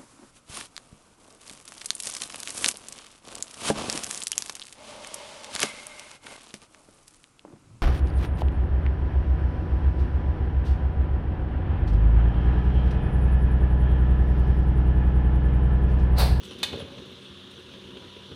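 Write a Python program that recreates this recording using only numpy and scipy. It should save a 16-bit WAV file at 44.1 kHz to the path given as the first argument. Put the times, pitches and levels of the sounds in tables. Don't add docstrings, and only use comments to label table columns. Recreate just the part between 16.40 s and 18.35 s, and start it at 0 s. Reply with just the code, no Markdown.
import sys
import numpy as np
from scipy import signal
from scipy.fft import rfft, irfft
from scipy.io import wavfile
from scipy.ndimage import uniform_filter1d

SR = 44100
rng = np.random.default_rng(int(sys.argv[2]) if len(sys.argv) > 2 else 0)


def natural_amplitude(level_db):
    exponent = np.asarray(level_db, float) / 20
    return 10 ** exponent


def store_pcm(level_fs):
    pcm = np.round(np.clip(level_fs, -1, 1) * 32767).astype(np.int16)
    wavfile.write(sys.argv[1], SR, np.atleast_2d(pcm).T)


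N = 85995

# pitch_hz [Hz], level_db [dB], t60_s [s]
BIN_MODES = [(86, -22, 0.1), (123, -10.5, 0.046), (198, -7.5, 0.047), (261, -8.5, 0.12), (305, -3, 0.062),
             (357, -7, 0.21), (409, -2, 0.074), (455, 1.5, 0.079), (540.2, -2.5, 0.13), (608, -7, 0.025),
             (853, -11.5, 0.087), (1040, -41, 0.035)]


def evened(x):
    return x / np.sqrt(np.mean(x ** 2) + 1e-20)


def read(points, hz):
    point_hz, value = np.transpose(points)
    return np.interp(np.log(hz + 1), np.log(point_hz + 1), value)


def add(mix, start_s, sound):
    part = mix[round(start_s * SR):][:len(sound)]
    part += sound[:len(part)]


def coloured(x, tilt_db=0.):
    # pitch_hz [Hz], level_db [dB]
    ground_path = [(25, -27), (55, -22), (75, -9), (300, -15), (560, -14), (720, -23), (950, -16),
                   (1500, -16.5)]
    # pitch_hz [Hz], level_db [dB]
    microphone_curve = [(2050, -21.5), (2400, -20), (2850, -11), (3550, -8.5), (4100, -16), (4800, -25.5),
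                        (6200, -27),
                        (7600, -36.5), (9300, -33.5), (10600, -37), (11600, -46), (13000, -43), (15000, -48),
              (16500, -69)]
    hz = np.fft.rfftfreq(4096, 1 / SR)
    level_db = read(ground_path + microphone_curve, hz) + tilt_db * np.log2((hz + 20) / 1000)
    cepstrum = irfft(np.log(natural_amplitude(np.maximum(level_db, -120))))
    cepstrum = np.r_[cepstrum[0], 2 * cepstrum[1:2048], np.zeros(2048)]
    impulse = irfft(np.exp(rfft(cepstrum)))
    return evened(signal.oaconvolve(x, impulse)[:len(x)])


def waver(hz, width_hz):
    steady = 2.2
    pole = np.exp(-np.pi * width_hz / SR)
    noise = rng.standard_normal(N) + 1j * rng.standard_normal(N)
    drift = signal.lfilter([1], [1, -pole], noise)
    carrier = np.exp(2j * np.pi * hz * np.arange(N) / SR)
    return evened(((steady + drift / np.std(drift)) * carrier).real)


def fan_wash():
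    idle_db, patch_db, knock_db, firing_hz = -49, 1.48, 0.5, 31.7
    real, imag, patches = rng.standard_normal((N // 128 + 5, 257, 3)).T
    patches = uniform_filter1d(patches, 6, 0)
    patches = evened(uniform_filter1d(patches, 14, 1))
    spectrum = (real + 1j * imag) * natural_amplitude(patch_db * patches)
    wash = signal.istft(spectrum, nperseg=512, noverlap=384)[1][:N]
    firing = np.cos(2 * np.pi * firing_hz * np.arange(N) / SR)
    return natural_amplitude(idle_db) * coloured(wash * natural_amplitude(knock_db * firing))


def engine_hum():
    # pitch_hz [Hz], level_db [dB]
    hum_lines = [(91.5, -62), (129.2, -62.5), (195, -57), (263.8, -62.5), (355.3, -63.5)]
    return sum(natural_amplitude(level_db) * waver(pitch_hz, 3) for pitch_hz, level_db in hum_lines)


def pump_whine():
    whine_hz, width_hz, whine_db = 980, 3.9, -63
    from_s, rise_s = 1.1, 0.5
    swell = np.clip((np.arange(N) / SR - from_s) / rise_s, 0, 1)
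    return natural_amplitude(whine_db) * swell * waver(whine_hz, width_hz)


def idle():
    return fan_wash() + engine_hum() + pump_whine()


def ring(modes, spread_db=0., detune=0.):
    hz, level_db, t60_s = np.transpose(modes)[:, :, None]
    shade, shift = rng.standard_normal((2, len(modes), 1))
    t = np.arange(SR // 4) / SR
    height = natural_amplitude(level_db + spread_db * shade - 60 * t / np.maximum(t60_s, .005))
    y = (height * np.sin(2 * np.pi * hz * (1 + detune * shift) * t)).sum(0)
    return y / abs(y).max()


def trundle():
    # time_s [s], level_db [dB]
    effort = [(0.0, -44.5), (0.216, -43.5), (0.238, -42), (0.322, -40.5), (0.345, -35.5), (0.433, -44.5),
              (0.466, -41.5), (1.074, -52), (1.586, -43.5), (1.695, -49), (1.758, -48.5), (1.872, -51.5),
              (1.928, -42), (1.95, -43)]
    bumps_per_s, boom_db, spots = 260, -3, 8
    level_db = np.interp(np.arange(N) / SR, *np.transpose(effort))
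    bumps = (rng.random(N) < bumps_per_s / SR) * rng.choice([-1., 1.], N)
    spot = rng.integers(0, spots, N)
    soft_contact = np.hanning(90)
    boom = np.zeros(N)
    for k in range(spots):
        body = np.convolve(ring(BIN_MODES, 7.3, 0.052), soft_contact)
        boom += signal.oaconvolve(bumps * (spot == k), body)[:N]
    shaking = signal.lfilter([1], [1, -.995], abs(bumps))
    rattle = coloured(shaking * rng.standard_normal(N), 4.4)
    rattle_db = -69.5 + 1.26 * (level_db + 48.5)
    return natural_amplitude(boom_db + level_db) * evened(boom) + natural_amplitude(rattle_db) * rattle


def burst(tilt_db, t60_s, rise_s):
    t = np.arange(SR // 4) / SR
    noise = coloured(rng.standard_normal(len(t) + 2048), tilt_db)[2048:]
    return noise * np.minimum(t / rise_s, 1) * natural_amplitude(-60 * t / max(t60_s, .005))


def ticks():
    # start_s [s], peak_db [dB], tilt_db [dB per octave], t60_s [s]
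    clicks = [(0.0315, -33.5, 1, 0.075), (0.0465, -37.5, 4.5, 0.15), (0.0728, -34.5, -5, 0.045),
              (0.108, -29.5, -4, 0.091), (0.1309, -38.5, 2, 0.077), (0.184, -35, 3.5, 0.059),
              (0.1958, -38, -2, 0.26), (0.2712, -39, -6, 0.047), (0.3264, -25, -5.5, 0.094),
              (0.3774, -39, 1, 0.17), (0.3957, -28.5, -5.5, 0.15), (0.58, -31.5, -5.5, 0.067),
              (0.6534, -50, 6, 0.06), (0.843, -46, 2, 0.058), (1.1123, -41.5, 2, 0.076),
              (1.1927, -49, 5, 0.041), (1.335, -32, -4.5, 0.065), (1.5688, -28, -5, 0.033),
              (1.6206, -36, -5.5, 0.057), (1.767, -46, -2.5, 0.084), (1.914, -29, -7.5, 0.089)]
    out = np.zeros(N)
    for start_s, peak_db, tilt_db, t60_s in clicks:
        add(out, start_s, natural_amplitude(peak_db - 7) * burst(3.0 + tilt_db, t60_s, 0.003))
    return out


def pings():
    # start_s [s], pitch_hz [Hz], level_db [dB], t60_s [s]
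    small_steel = [
        (0.086, 5860, -52.5, 0.19),
        (.11, 9450, -53, 0.096),
        (0.045, 7840, -50, .05),
        (0.396, 10100, -49, .12),
        (.395, 15000, -65, .1),
        (.832, 8700, -59, .15),
        (1.11, 8760, -56, 0.08),
        (.715, 12000, -64, .08),
    ]
    out = np.zeros(N)
    for start_s, pitch_hz, level_db, t60_s in small_steel:
        pair = [(pitch_hz, 0, t60_s), (pitch_hz * 1.012, -5, t60_s)]
        add(out, start_s, natural_amplitude(level_db) * ring(pair))
    return out


def thuds():
    # start_s [s], peak_db [dB], favoured pitch_hz [Hz]
    knocks = [(0.05, -36, 200), (0.111, -33, 300), (0.192, -39, 250), (0.232, -38, 180), (0.328, -24, 410),
              (.329, -29, 120), (.332, -33, 850), (0.339, -24, 545), (0.347, -31, 230), (.352, -33, 120),
              (.373, -26, 440), (.390, -27, 350), (.404, -29, 540), (0.423, -27, 110), (.44, -33, 260),
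              (.58, -35, 403), (.61, -35, 353), (.66, -37, 270), (.715, -34, 355), (0.901, -39, 90),
              (1.372, -37, 350), (1.444, -35, 272), (1.555, -35, 370), (1.567, -36, 520), (1.765, -32, 400),
              (1.915, -35, 400), (1.925, -41, 120)]
    focus_db, rise_s, t60_max_s = 30, 0.002, .13
    out = np.zeros(N)
    for start_s, peak_db, near_hz in knocks:
        modes = []
        for hz, level_db, t60_s in BIN_MODES:
            away = abs(np.log2(hz / near_hz))
            modes.append((hz, level_db - focus_db * away, min(t60_s, t60_max_s)))
        knock = ring(modes, 0.5, 0.028)
        onset = np.minimum(np.arange(len(knock)) / SR / rise_s, 1)
        add(out, start_s, natural_amplitude(peak_db) * knock * onset)
    return out


def clank():
    # pitch_hz [Hz], level_db [dB], t60_s [s]
    latch_modes = [(1200, -15, 0.07), (1645, -20, 0.05), (1930, -20, 0.05), (2546, -10, 0.06),
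                   (3170, -1, 0.025), (3575, -3, 0.06), (3800, -9, 0.035), (4027, -9, 0.05),
                   (4215, -8, 0.03), (4670, -14, 0.05), (6015, -17, 0.045), (6670, -22, 0.04),
                   (7775, -26, 0.05), (9232, -20, 0.03)]
    # start_s [s], peak_db [dB]
    latch_blows = [
        (.2292, -26),
        (.2308, -18),
        (.2319, -12),
        (.2342, -14),
        (.2356, -16),
        (.2398, -19),
        (.2435, -23),
        (.2495, -28),
    ]
    out = np.zeros(N)
    for start_s, peak_db in latch_blows:
        add(out, start_s, natural_amplitude(peak_db + 1) * ring(latch_modes, 1.5, 0.008))
        add(out, start_s, natural_amplitude(peak_db - 9) * burst(6.1, t60_s=.016, rise_s=.0004))
    shiver = natural_amplitude(-26.5) * burst(5.5, t60_s=.12, rise_s=.003)
    add(out, latch_blows[0][0], shiver)
    return out


def street(x):
    # pitch_hz [Hz], t60_s [s]
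    street_decay = [(100, 0.31), (500, 1), (2000, 0.76), (8000, 0.31)]
    gap_s, spacing = 0.0023, 20
    slots = np.arange(0, SR - spacing, spacing)
    taps = np.zeros(SR)
    taps[slots + rng.integers(0, spacing, len(slots))] = rng.choice([-1., 1.], len(slots))
    hz, t, bands = signal.stft(taps, SR, nperseg=256)
    fade = natural_amplitude(-60 * t / read(street_decay, hz)[:, None])
    tail = signal.istft(bands * fade, SR, nperseg=256)[1]
    tail = tail * np.clip(np.arange(len(tail)) / SR / gap_s - 1, 0, 1)
    return signal.fftconvolve(x, tail / np.linalg.norm(tail))[:N]


def scene():
    street_db = -8.5
    hits = ticks() + pings() + thuds() + clank()
    return (idle() + trundle() + hits + natural_amplitude(street_db) * street(hits))[None]


def roll_off(x):
    return signal.sosfilt(signal.butter(12, 15750, fs=SR, output="sos"), x)


def record(dry):
    edges = signal.butter(4, [58, 15200], "band", fs=SR, output="sos")
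    mix = signal.sosfilt(edges, dry)
    return roll_off(mix)


dry = scene()
out = record(dry)
store_pcm(out)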